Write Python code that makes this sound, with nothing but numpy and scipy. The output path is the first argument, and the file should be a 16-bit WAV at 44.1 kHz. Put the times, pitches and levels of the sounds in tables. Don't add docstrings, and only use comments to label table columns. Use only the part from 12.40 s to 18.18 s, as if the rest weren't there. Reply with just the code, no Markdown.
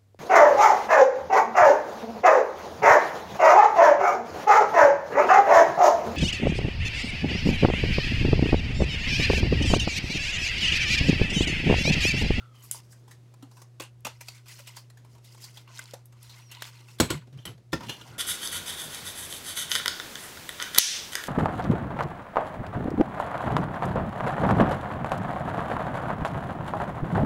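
import sys
import numpy as np
from scipy import signal
from scipy.fft import rfft, irfft, next_fast_len
from scipy.io import wavfile
from scipy.ndimage import uniform_filter1d, map_coordinates

SR = 44100
rng = np.random.default_rng(int(sys.argv[2]) if len(sys.argv) > 2 else 0)


def makeup_ratio(level_db):
    decades = np.asarray(level_db, float) / 20
    return 10 ** decades


def dump(signal):
    limited = np.clip(np.atleast_2d(signal).T, -1, 1)
    pcm = np.round(limited * 32767).astype(np.int16)
    wavfile.write(sys.argv[1], SR, pcm)


N = 254929

# start in seconds,
# hold in seconds, pressure in dB, brightness in dB.
STROKES = [(0.0, 0.045, -67.5, -6), (0.154, 0.24, -67.5, -2.5), (0.223, 0.095, -93, 23),
           (0.355, 0.012, -68, 16.5), (0.515, 0.01, -74, 15.5), (0.554, 0.083, -101.5, 11.5),
           (.708, .02, -80, 10.5), (1.118, 0.04, -89, 21), (1.168, 0.051, -86.5, 20.5),
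           (1.698, 0.073, -66.5, -1.5), (1.832, 0.041, -64.5, 4.5), (1.882, 0.099, -64, 0.5),
           (2.07, 0.13, -64.5, -3.5), (2.091, 0.11, -61, 4.5), (2.283, 0.0079, -52.5, 0.5),
           (2.36, 0.013, -57, 1.5), (2.52, 0.12, -94, 5), (2.702, 0.04, -77.5, 6), (2.85, 0.13, -66.5, 4.5),
           (3.015, 0.082, -61, 4.5), (3.161, 0.016, -57.5, 2), (3.289, 0.029, -58.5, -10),
           (3.353, 0.08, -56.5, -2), (3.475, 0.088, -63, -2), (3.768, 0.022, -72.5, -4),
           (3.821, 0.093, -62.5, 2), (3.941, 0.056, -58.5, -5), (4.018, 0.1, -73.5, 1.5),
           (4.116, 0.074, -56, -6.5), (4.226, 0.046, -52.5, -1), (4.334, 0.082, -60, -4),
           (4.481, 0.061, -64, 3), (4.707, 0.019, -40, -10), (5.404, 0.34, -60.5, 0)]
# frequency in Hz, level in dB.
FIZZ = [(2060, -41), (3500, -44.5), (4780, 5.5), (7010, 1), (11800, -5.5), (15600, -8.5), (16200, -12),
        (16500, -54.5)]
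BODY = [(760, -31.5), (1300, -11), (1760, -7), (2080, 4.5), (2250, -1.5), (2730, 1.5), (3070, 0.5),
        (4010, -4.5), (4300, 1.5), (5590, -51), (9460, -120)]
RUSTLE = [(260, -52), (450, -29.5), (694, -19.5), (760, -27.5), (963, -10.5), (1260, -22), (1500, -16),
          (1950, -51), (3300, -120)]
PRESS_DB_PER_S, LIFT_DB_PER_S = 721, 269
JOLT_DB_PER_S, CALM_DB_PER_S = 1194, 404.5

# time in seconds, pitch in Hz, level in dB, upper tone in dB.
SLIDES = [
    [(0, 1410, -53.5, -69), (.05, 1340, -59, -74), (.12, 1270, -66, -76), (.16, 1200, -65, -63),
     (.2, 1190, -70, -62), (.26, 1140, -67, -74)],
    [(5.6, 1420, -51, -75), (5.66, 1410, -64, -75), (5.7, 1407, -61, -81), (5.78, 1440, -49, -72)],
]

# frequency in Hz, level in dB.
HUM = [(120, -52), (360, -78)]
# time in seconds, change in dB.
HUM_SAG = [(0, 2.5), (.1, -0.5), (5.19, 0), (5.225, -9), (5.27, 1), (5.4, -2.5)]
# frequency in Hz, level in dB.
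AIR = [(135, -12), (180, -20), (400, -24), (800, -31), (1500, -37), (3000, -40), (6000, -42), (12000, -50),
       (15800, -56), (16300, -75)]
DEEP = [(15, -65), (25, -45), (48, -19.5), (67, -19), (86, -19), (100, -32), (130, -29.5), (220, -120)]

# start in seconds, peak in dB, crease pitch (or pitch of the
# burst) in Hz, after-crackle in dB.
POPS = [(0.146, -54.5, 1190, -4), (0.346, -38, 1000, -3), (0.678, -46, 950, 0.5), (0.939, -41, 970, -50),
        (1.025, -37.5, 760, -8), (1.113, -43, 960, -8.5), (1.169, -42, 980, -3), (1.217, -38.5, 1090, -11),
        (1.667, -19.5, 906, -16), (2.371, -33.5, 1040, -16), (2.647, -44, 950, -8), (2.75, -46, 950, -4),
        (2.781, -44.5, 905, -19), (2.946, -37, 940, -28), (2.976, -39.5, 980, -29), (3.537, -26, 740, -15),
        (3.724, -45, 1160, -6.5), (4.249, -42.5, 947, -1), (4.404, -43, 880, -18)]
CRACKS = [(5.322, -37, 3400, -2), (1.399, -24, 2640, -6.5), (1.419, -32, 2800, -2.5),
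          (1.649, -20, 2700, -6.5), (1.656, -32, 2600, -21), (2.5, -39.5, 1900, -17),
          (2.572, -45, 1700, -4), (3.963, -46, 2030, -18), (4.17, -53, 3000, -25),
          (4.586, -33.5, 3450, -10), (0.525, -46.5, 1610, -5)]
TEARS = [(0.522, -43, 7900, -15), (0.71, -37.5, 1830, -7), (1.808, -27, 2340, -19), (1.947, -46, 2180, 2.5),
         (2.189, -33, 2500, -20), (2.271, -29.5, 2880, -29), (2.365, -31, 4640, -8.5),
         (3.04, -30.5, 4760, -8), (4.114, -30.5, 2820, -8)]
FLICKS = [(1.884, -24, 4540, -15), (3.173, -32, 3300, -12), (3.277, -44.5, 2400, -30),
          (3.391, -26.5, 2070, -15), (3.895, -40.5, 4050, 1.5), (4.221, -21.5, 2050, -21),
          (4.484, -44.5, 2650, -2), (2.058, -50, 2500, 3)]
SPLITS = [(0.225, -41, 6740, -20), (0.236, -45, 11700, 7), (0.312, -30, 9700, 7), (1.217, -37, 6350, -16),
          (2.082, -36, 5050, -7), (2.844, -46.5, 3740, 0), (3.018, -45, 5060, 10), (3.658, -52, 12100, -5),
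          (3.829, -56, 4120, 13.5)]
# frequency in Hz, level in dB per Hz.
FILM = [(290, -16), (500, -17), (885, -11.5), (1790, -16.5), (2690, -18), (3660, -15.5), (7710, -14.5),
        (14700, -19), (15800, -21), (16500, -47)]

# start in seconds, peak in dB, pitch in Hz.
CREAKS = [(0.3126, -5.5, 9500), (1.606, -43, 11000), (1.8844, -30.5, 4200), (3.375, -25, 3800),
          (3.383, -24, 5000), (3.394, -24, 1700), (3.392, -19.5, 7700), (3.4164, -30, 3800),
          (3.428, -40, 5390), (3.4394, -30, 7900), (3.457, -30, 4270), (3.4787, -33, 3500),
          (3.51, -26, 4770), (3.536, -28, 6000), (3.6566, -31, 12000), (3.8297, -29.5, 10800),
          (4.1496, -26, 4040), (4.222, -12, 2600), (1.408, -22, 6000), (1.438, -31, 7800),
          (1.669, -24, 5200), (4.186, -40, 4000), (4.195, -39, 3500), (4.203, -42, 4500), (4.23, -30, 3000),
          (4.259, -34, 3200), (4.27, -35, 4800), (2.369, -24, 6000), (2.173, -33, 5500)]
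# start in seconds, seconds between slips, length in seconds, last slip in dB, pitch in Hz.
SLIP_RUNS = [
    (0.157, 0.01, 0.058, -41, 11800),
    (3.2954, 0.0062, 0.072, -31.5, 5650),
    (4.209, 0.011, 0.045, -24, 3400),
]

# start in seconds, peak in dB, pitch in Hz.
THUMPS = [(1.028, -51, 280), (1.399, -44.5, 340), (1.42, -56, 550), (1.65, -44.5, 244), (1.669, -54, 527),
          (2.2, -71, 540), (3.536, -50, 530)]
# start in seconds, peak in dB, pitch in Hz, seconds to fade by 60 dB.
PINGS = [(1.028, -43, 274, 0.11), (1.812, -47, 950, 0.045), (1.885, -39.5, 770, 0.025),
         (1.884, -36, 2600, 0.033), (2.198, -49.5, 570, .1), (2.272, -42.5, 2880, 0.034),
         (2.369, -43, 950, 0.053), (3.172, -38.5, 3350, 0.036), (3.277, -44.5, 2800, 0.017),
         (3.276, -47, 1110, 0.03), (3.391, -32.5, 1555, 0.027), (3.392, -38, 2060, 0.067),
         (3.536, -32.5, 477, 0.015), (1.404, -32.5, 530, .03), (1.652, -32.5, 600, 0.033),
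         (4.485, -46, 2650, 0.044), (4.988, -44, 3120, 0.038), (5.031, -63, 2970, 0.12),
         (5.054, -33, 3090, 0.027), (5.068, -36, 3090, 0.033), (5.075, -32.5, 3020, .04),
         (5.333, -47, 1800, 0.18), (5.335, -35, 1378, 0.12), (5.408, -40, 900, 0.068),
         (5.432, -40, 950, 0.11), (5.582, -47.5, 1000, .05)]
# time in seconds, pitch in Hz, level in dB.
SQUEAK = [(4.005, 5748, -66), (4.057, 5812, -61), (4.093, 5470, -64), (4.105, 5630, -57)]

# start in seconds, peak in dB, thump in dB, crackle after the crack
# in dB.
KNOCKS = [
    (4.6007, -4.5, -4, -11),
]
BOUNCES = [
    (4.7037, -12.5, -5.5, -13.5),
    (4.744, -44.5, -5, -4),
]
NUDGES = [(4.872, -49.5, -2.5, -9), (4.927, -50, -5, 1), (4.974, -47, -10, 1), (4.99, -50, -3, -12),
          (5.106, -51.5, 2, 1.5), (5.178, -48.5, -9, -9)]
TAPS = [
    (5.0535, -26.5, -17, -4.5),
    (5.068, -49, -10, -10),
    (5.077, -43.5, 3, -14),
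    (5.091, -46, 5.5, 3),
]
TOPPLE = [
    (5.3303, -15, -3.5, -12),
    (5.407, -33.5, -19, -25),
    (5.432, -37.5, -7, 0),
]
SETTLE = [(5.485, -36.5, -22, -17), (5.494, -26.5, -13, -3), (5.539, -42, -10, -6), (5.579, -58, 1, 6),
          (5.611, -41, -10, -13), (5.678, -59, -4, 18)]
# pitch in Hz, width in Hz, level in dB.
TIN = [(1410, 100, 3), (1630, 150, 0), (2274, 100, 1), (3440, 190, 1.5), (3960, 160, 2), (4200, 250, 0.5),
       (5500, 170, 0), (6800, 500, 1), (7710, 220, 6), (8090, 170, -3.5), (10800, 500, -3),
       (12400, 900, -18)]
RIM = [(1370, 260, -8), (2016, 63, -5), (3090, 210, 0), (4000, 310, -12), (7860, 400, -6), (10500, 470, -6),
       (11330, 480, -10)]
TUBE = [(950, 190, 1), (1378, 81, 2), (1800, 95, 4), (2600, 140, -2), (3420, 260, -3), (4970, 610, -4.5)]
CAP = [(950, 130, -1.5), (1750, 116, -3), (2450, 100, -4), (2866, 64, 6.5), (3120, 170, 5), (3450, 82, 3.5),
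       (4050, 180, -2), (5720, 400, -4), (6400, 230, -9), (7200, 290, -12), (10800, 640, -8)]
# pitch in Hz, level in dB, seconds to fade by 60 dB.
TABLE_FLAT = [(62, -22, .15), (94, -17, .14), (160, -26, .12), (243, -14, .12), (327, -7, .05),
              (380, -10, .04), (445, -18, .09), (505, -28, .09), (589, -17, .07), (644, -20, .06),
              (860, -28, .09), (986, -31, .11)]
TABLE_EDGE = [(123, -26, .2), (154, -37, .08), (240, -36, .1), (329, -21, .08), (365, -29, .12),
              (480, -31, .08), (610, -38, .06), (1070, -30, .05), (1440, -32, .06)]
TABLE_FAR = [(73, -34, .15), (105, -33, .12), (165, -25, .1), (240, -34, .15), (326, -18, .075),
             (375, -28, .06), (435, -27, .06), (530, -29, .08), (840, -33, .07), (950, -35, .1)]
# frequency in Hz, level in dB per Hz.
CLANK = [(290, -19), (700, -7), (1370, -6), (3770, -9.5), (6190, -13.5), (7820, -19.5), (9600, -20.5),
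         (11300, -23.5), (15800, -24), (16500, -57.5)]
THUD = [(60, -29), (120, -1), (300, -2.5), (600, -6.5), (1000, -28)]

# start in seconds, hold in seconds, level in dB.
JOLTS = [(4.625, 0.0088, -29), (4.709, 0.035, -37.5), (4.8, 0.039, -64.5), (4.937, 0.047, -58.5),
         (5.062, 0.05, -46.5), (5.2, 0.0095, -59), (5.343, 0.0049, -39), (5.39, 0.11, -44.5),
         (5.555, 0.12, -55), (5.701, 0.11, -49.5)]
# start in seconds, hold in seconds, level in dB.
TRUNDLES = [
    (4.72, 0.011, -63),
    (5.41, 0.031, -48.5),
    (5.52, 0.068, -62),
    (5.66, 0.19, -57.5),
]
# frequency in Hz, level in dB.
SHAKE = [(24, -41), (40, -37), (76, -6), (101, -22), (114, 0.5), (162, -10), (200, -10.5), (450, -19.5),
         (580, -30), (990, -120)]
# time in seconds, pitch in Hz, level in dB.
ROCKS = [
    [(4.725, 132, -35), (4.735, 131, -41), (4.759, 146, -35.5), (4.763, 150, -36.5), (4.8, 150, -42)],
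    [(4.92, 131, -46), (4.968, 130, -37), (4.978, 132, -63), (4.99, 132, -43), (5.01, 132, -55)],
    [(5.06, 135, -54), (5.072, 133, -38), (5.082, 131, -62), (5.106, 130, -50.5), (5.16, 131, -47)],
]
# start in seconds, hold in seconds, level in dB.
GRINDS = [(5.505, 0.049, -51), (5, 0.031, -61.5), (5.44, .03, -54)]


def unit(x):
    return x / np.sqrt(np.mean(x ** 2) + 1e-20)


def along(points, hz):
    f, v = np.transpose(points)
    return makeup_ratio(np.interp(np.log(hz + 1), np.log(f + 1), v, left=-120, right=-120))


def bell(hz, centre_hz, octaves):
    return 1 / (1 + (np.log2((hz + 1) / centre_hz) / octaves) ** 2)


def resonances(peaks):
    def gain(f):
        total = sum(makeup_ratio(db) * f * w / (c * c - f * f + 1j * f * w) for c, w, db in peaks)
        return np.abs(total) ** 1.4
    return gain


def curves(rows):
    s, *cols = np.transpose(rows)
    return [np.interp(np.arange(N) / SR, s, c, left=-120) for c in cols]


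def wobble(rate):
    knots = rng.standard_normal(int(N * rate / SR) + 4)
    return map_coordinates(knots, [np.arange(N) * rate / SR])


def noise(gain, size):
    spectrum = rfft(rng.standard_normal(size))
    return unit(irfft(spectrum * gain(np.fft.rfftfreq(size, 1 / SR)), size))


def steady(spectrum):
    return noise(lambda hz: along(spectrum, hz), next_fast_len(N))[:N]


def held(gestures, rise_db_per_s, fall_db_per_s, shares=1):
    s, hold_s, db = np.transpose(gestures)[:3, :, None]
    t = np.arange(0, N, 32) / SR
    rise_db = rise_db_per_s * np.maximum(s - t, 0)
    fall_db = fall_db_per_s * np.maximum(t - s - hold_s, 0)
    gains = shares * makeup_ratio(db - rise_db - fall_db)
    return np.interp(np.arange(N) / SR, t, gains.sum(axis=0))


def burst(t, ms, after_db, after_s):
    u = t * 1000 / np.clip(ms, .3, 40)
    tail = (1 - np.exp(-u)) * np.exp(-(t / after_s) ** 2)
    return u * np.exp(1 - u) + makeup_ratio(after_db) * tail


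def duller(x, t):
    low = uniform_filter1d(x, size=3)
    return low + (x - low) * np.exp(-t / 0.028)


def add(out, s, x):
    out[round(s * SR):][:len(x)] += x


def patchy(x, patchy_db):
    z = signal.stft(x, nperseg=256)[2]
    field = uniform_filter1d(rng.standard_normal(z.shape), 3, 0)
    field = uniform_filter1d(field, 10, 1)
    return signal.istft(z * makeup_ratio(patchy_db * unit(field)), nperseg=256)[1][:N]


def crinkles(count, cycles, spread_db):
    at, pitch, size = rng.random((count, 3)).T
    hz = (600 + 14000 * pitch ** 1.5)[:, None]
    t = np.arange(400) / SR
    level = makeup_ratio(-spread_db * np.log(size + 0.014))[:, None] * np.sqrt(hz)
    rows = level * np.exp(-t * hz / cycles) * np.sin(2 * np.pi * hz * t)
    where = (at * N).astype(int)[:, None] + np.arange(400)
    return unit(np.bincount(where.ravel(), rows.ravel())[:N])


def rub():
    sheet = makeup_ratio(1.9 * wobble(300) + 2.5 * wobble(40)) * rng.standard_normal(N)
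    sheet = patchy(sheet, patchy_db=2) + .8 * crinkles(count=12000, cycles=7, spread_db=3.5)
    size = next_fast_len(N + 1, True) // 2 * 2
    hz = np.fft.rfftfreq(size, 1 / SR)
    spectrum = rfft(sheet, size)
    bright_db = np.transpose(STROKES)[-1, :, None]
    rustle_db = -7.5 - 0.37 * bright_db
    out = np.zeros(N)
    for db, colour in [(bright_db, FIZZ), (0, BODY), (rustle_db, RUSTLE)]:
        pressure = held(STROKES, PRESS_DB_PER_S, LIFT_DB_PER_S, makeup_ratio(db))
        region = unit(irfft(spectrum * along(colour, hz))[:N])
        out += pressure * makeup_ratio(1.3 * wobble(22.87)) * region
    return out


def slides():
    out = np.zeros(N)
    for rows in SLIDES:
        hz, db, upper_db = curves(rows)
        turn = 2 * np.pi * np.cumsum(hz) / SR
        main = makeup_ratio(db) * (.7 * wobble(450) + wobble(70)) * np.sin(turn)
        upper = makeup_ratio(upper_db) * wobble(300) * np.sin(2.58 * turn)
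        touching = np.arange(N) < rows[-1][0] * SR
        out += touching * (main + upper)
    return out


def room():
    t = np.arange(N) / SR
    drift = 0.055 * np.cumsum(wobble(2.7)) / SR
    hum = np.zeros(N)
    for hz, db in HUM:
        hum += np.sqrt(2) * makeup_ratio(db + 0.4 * wobble(18)) * np.sin(2 * np.pi * (hz * t + drift))
    air = makeup_ratio(-65.5 + wobble(1.7)) * steady(AIR)
    deep = makeup_ratio(-71.5 + 2.4 * wobble(2.6)) * steady(DEEP)
    return hum * makeup_ratio(curves(HUM_SAG)[0]) + air + deep


def grainy(size, depth_db, smooth_hz):
    width = int(smooth_hz * size / SR) + 1
    grain = uniform_filter1d(rng.standard_normal(size // 2 + 1), width, mode="wrap")
    return makeup_ratio(depth_db * unit(grain))


def snap(events, bright_db, ms):
    out, t = np.zeros(N + SR), np.arange(SR // 5) / SR
    hz = np.fft.rfftfreq(len(t), 1 / SR)
    tilt = makeup_ratio(-8.5 + (bright_db + 11) * np.log2((hz + 1) / 3000) / 2)
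    for s, db, crease_hz, after_db in events:
        sheet = grainy(len(t), depth_db=3, smooth_hz=350) * tilt
        small = 1 / (1 + (crease_hz / 5.5 / (hz + 1)) ** 2)
        parts = along(FILM, hz) * [small * sheet, 1.3 * bell(hz, crease_hz, octaves=.11)]
        crack, ping = unit(irfft(rfft(rng.standard_normal(len(t))) * parts, len(t)))
        crack = burst(t, ms, after_db, after_s=0.054) * crack
        ping = burst(t, ms * 1.14, after_db + 2, after_s=0.05) * ping
        add(out, s - .001, makeup_ratio(db - 18.5) * duller(crack + ping, t))
    return out[:N]


def snaps():
    return (snap(POPS, bright_db=-16, ms=3.2) + snap(CRACKS, bright_db=-14, ms=3.4)
            + snap(TEARS, bright_db=-11, ms=4.76) + snap(FLICKS, bright_db=-15.5, ms=2.6)
            + snap(SPLITS, bright_db=-6.5, ms=3.4))


def creak():
    out, t = np.zeros(N + SR), np.arange(SR // 20) / SR
    slips = []
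    for s, gap, length, db, hz in SLIP_RUNS:
        for u in np.arange(0, length, gap):
            slip_db = db - 198 * (length - u) + 1.3 * rng.standard_normal()
            slips.append((s + u, slip_db, hz))
    for s, db, pitch_hz in CREAKS + slips:
        tick = noise(lambda hz: along(FILM, hz) * (bell(hz, pitch_hz, octaves=0.35) + makeup_ratio(-23)), len(t))
        add(out, s - .0005, makeup_ratio(db - 16) * burst(t, 0.87, -34.5, after_s=0.014) * tick)
    return out[:N]


def thumps():
    out, t = np.zeros(N + SR), np.arange(SR // 5) / SR
    for s, db, pitch_hz in THUMPS:
        bump = noise(lambda hz: bell(hz, pitch_hz, octaves=.25) ** 2, len(t))
        add(out, s, makeup_ratio(db) * burst(t, 5, -12, after_s=.04) * bump)
    return out[:N]


def pings():
    out, t = np.zeros(N + SR), np.arange(SR // 5) / SR
    for s, db, hz, t60 in PINGS:
        add(out, s, makeup_ratio(db - 60 * t / t60) * (1 - np.exp(-t / 0.0004)) * np.sin(2 * np.pi * hz * t))
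    return out[:N]


def glide(rows, fade_s, sway_db=0):
    hz, db = curves(rows)
    t = np.arange(N) / SR
    fade = np.clip(np.minimum(t - rows[0][0], rows[-1][0] - t) / fade_s, 0, 1)
    return np.sqrt(2) * fade * makeup_ratio(db + sway_db) * np.sin(2 * np.pi * np.cumsum(hz) / SR)


def squeak():
    return glide(SQUEAK, fade_s=0.0062, sway_db=1.9 * wobble(80))


def boom(t, table):
    tones = sum(makeup_ratio(db - 60 * t / t60) * np.sin(2 * np.pi * hz * t) for hz, db, t60 in table)
    modes = (1 - np.exp(-t * 800)) * tones
    return modes / np.max(np.abs(modes))


def knocks(events, peaks, table, ring_db, ms, thud_db):
    out, t = np.zeros(N + SR), np.arange(SR // 5) / SR
    for s, db, thump_db, crackle_db in events:
        crack = burst(t, ms, crackle_db, after_s=0.05) * noise(lambda hz: along(CLANK, hz), len(t))
        rattle = burst(t, 2 * ms, -13.0, after_s=0.057) * noise(resonances(peaks), len(t))
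        ring = np.zeros(len(t))
        for hz, width, level in peaks:
            ring += makeup_ratio(level) * np.exp(-np.pi * width * t / 5) * np.sin(2 * np.pi * hz * t)
        ring = ring / np.max(np.abs(ring)) * (1 - np.exp(-t * 1000 / ms))
        thud = burst(t, 5, -7, after_s=0.054) * noise(lambda hz: along(THUD, hz), len(t))
        body = makeup_ratio(ring_db) * (rattle + makeup_ratio(-1) * 2 * ring)
        add(out, s - .001, makeup_ratio(db - 14.5) * (duller(crack, t) + body))
        add(out, s, makeup_ratio(db + thump_db) * (boom(t, table) + makeup_ratio(thud_db) * thud))
    return out[:N]


def roll():
    shake = held(JOLTS, JOLT_DB_PER_S, CALM_DB_PER_S) * steady(SHAKE)
    grit = noise(lambda hz: along(CLANK, hz) * bell(hz, 670, octaves=0.88), next_fast_len(N))[:N]
    grit = makeup_ratio(wobble(180)) * grit
    return shake + held(TRUNDLES, PRESS_DB_PER_S, LIFT_DB_PER_S) * grit


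def rocking():
    return sum(glide(rows, fade_s=0.0096) for rows in ROCKS)


def grind():
    singing = noise(resonances(CAP), next_fast_len(N))[:N]
    return held(GRINDS, PRESS_DB_PER_S, CALM_DB_PER_S) * makeup_ratio(3.0 * wobble(150)) * singing


def scene():
    film = rub() + snaps() + creak() + squeak() + thumps()
    tin = (knocks(KNOCKS, TIN, TABLE_FLAT, ring_db=-2.0, ms=2.2, thud_db=-15)
           + knocks(BOUNCES, TIN, TABLE_EDGE, ring_db=-4.0, ms=2.0, thud_db=-20)
           + knocks(TAPS, RIM, TABLE_EDGE, ring_db=2, ms=1.9, thud_db=-15.5)
           + knocks(NUDGES, RIM, TABLE_FLAT, ring_db=-25, ms=2.6, thud_db=-6))
    tube = (knocks(TOPPLE, TUBE, TABLE_FAR, ring_db=-3.0, ms=2.7, thud_db=-17)
            + knocks(SETTLE, CAP, TABLE_FAR, ring_db=8.5, ms=2.1, thud_db=-7) + grind())
    return (film + pings() + rocking() + tin + tube + slides() + roll() + room())[None]


def band_limit(x):
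    return signal.sosfilt(signal.butter(12, 16980, fs=SR, output="sos"), x)


def record(dry):
    low_cut = signal.butter(4, 58, "high", fs=SR, output="sos")
    top_cut = signal.butter(12, 16300, fs=SR, output="sos")
    mix = signal.sosfilt(np.vstack([low_cut, top_cut]), dry)
    return band_limit(mix)


dry = scene()
out = record(dry)
dump(out)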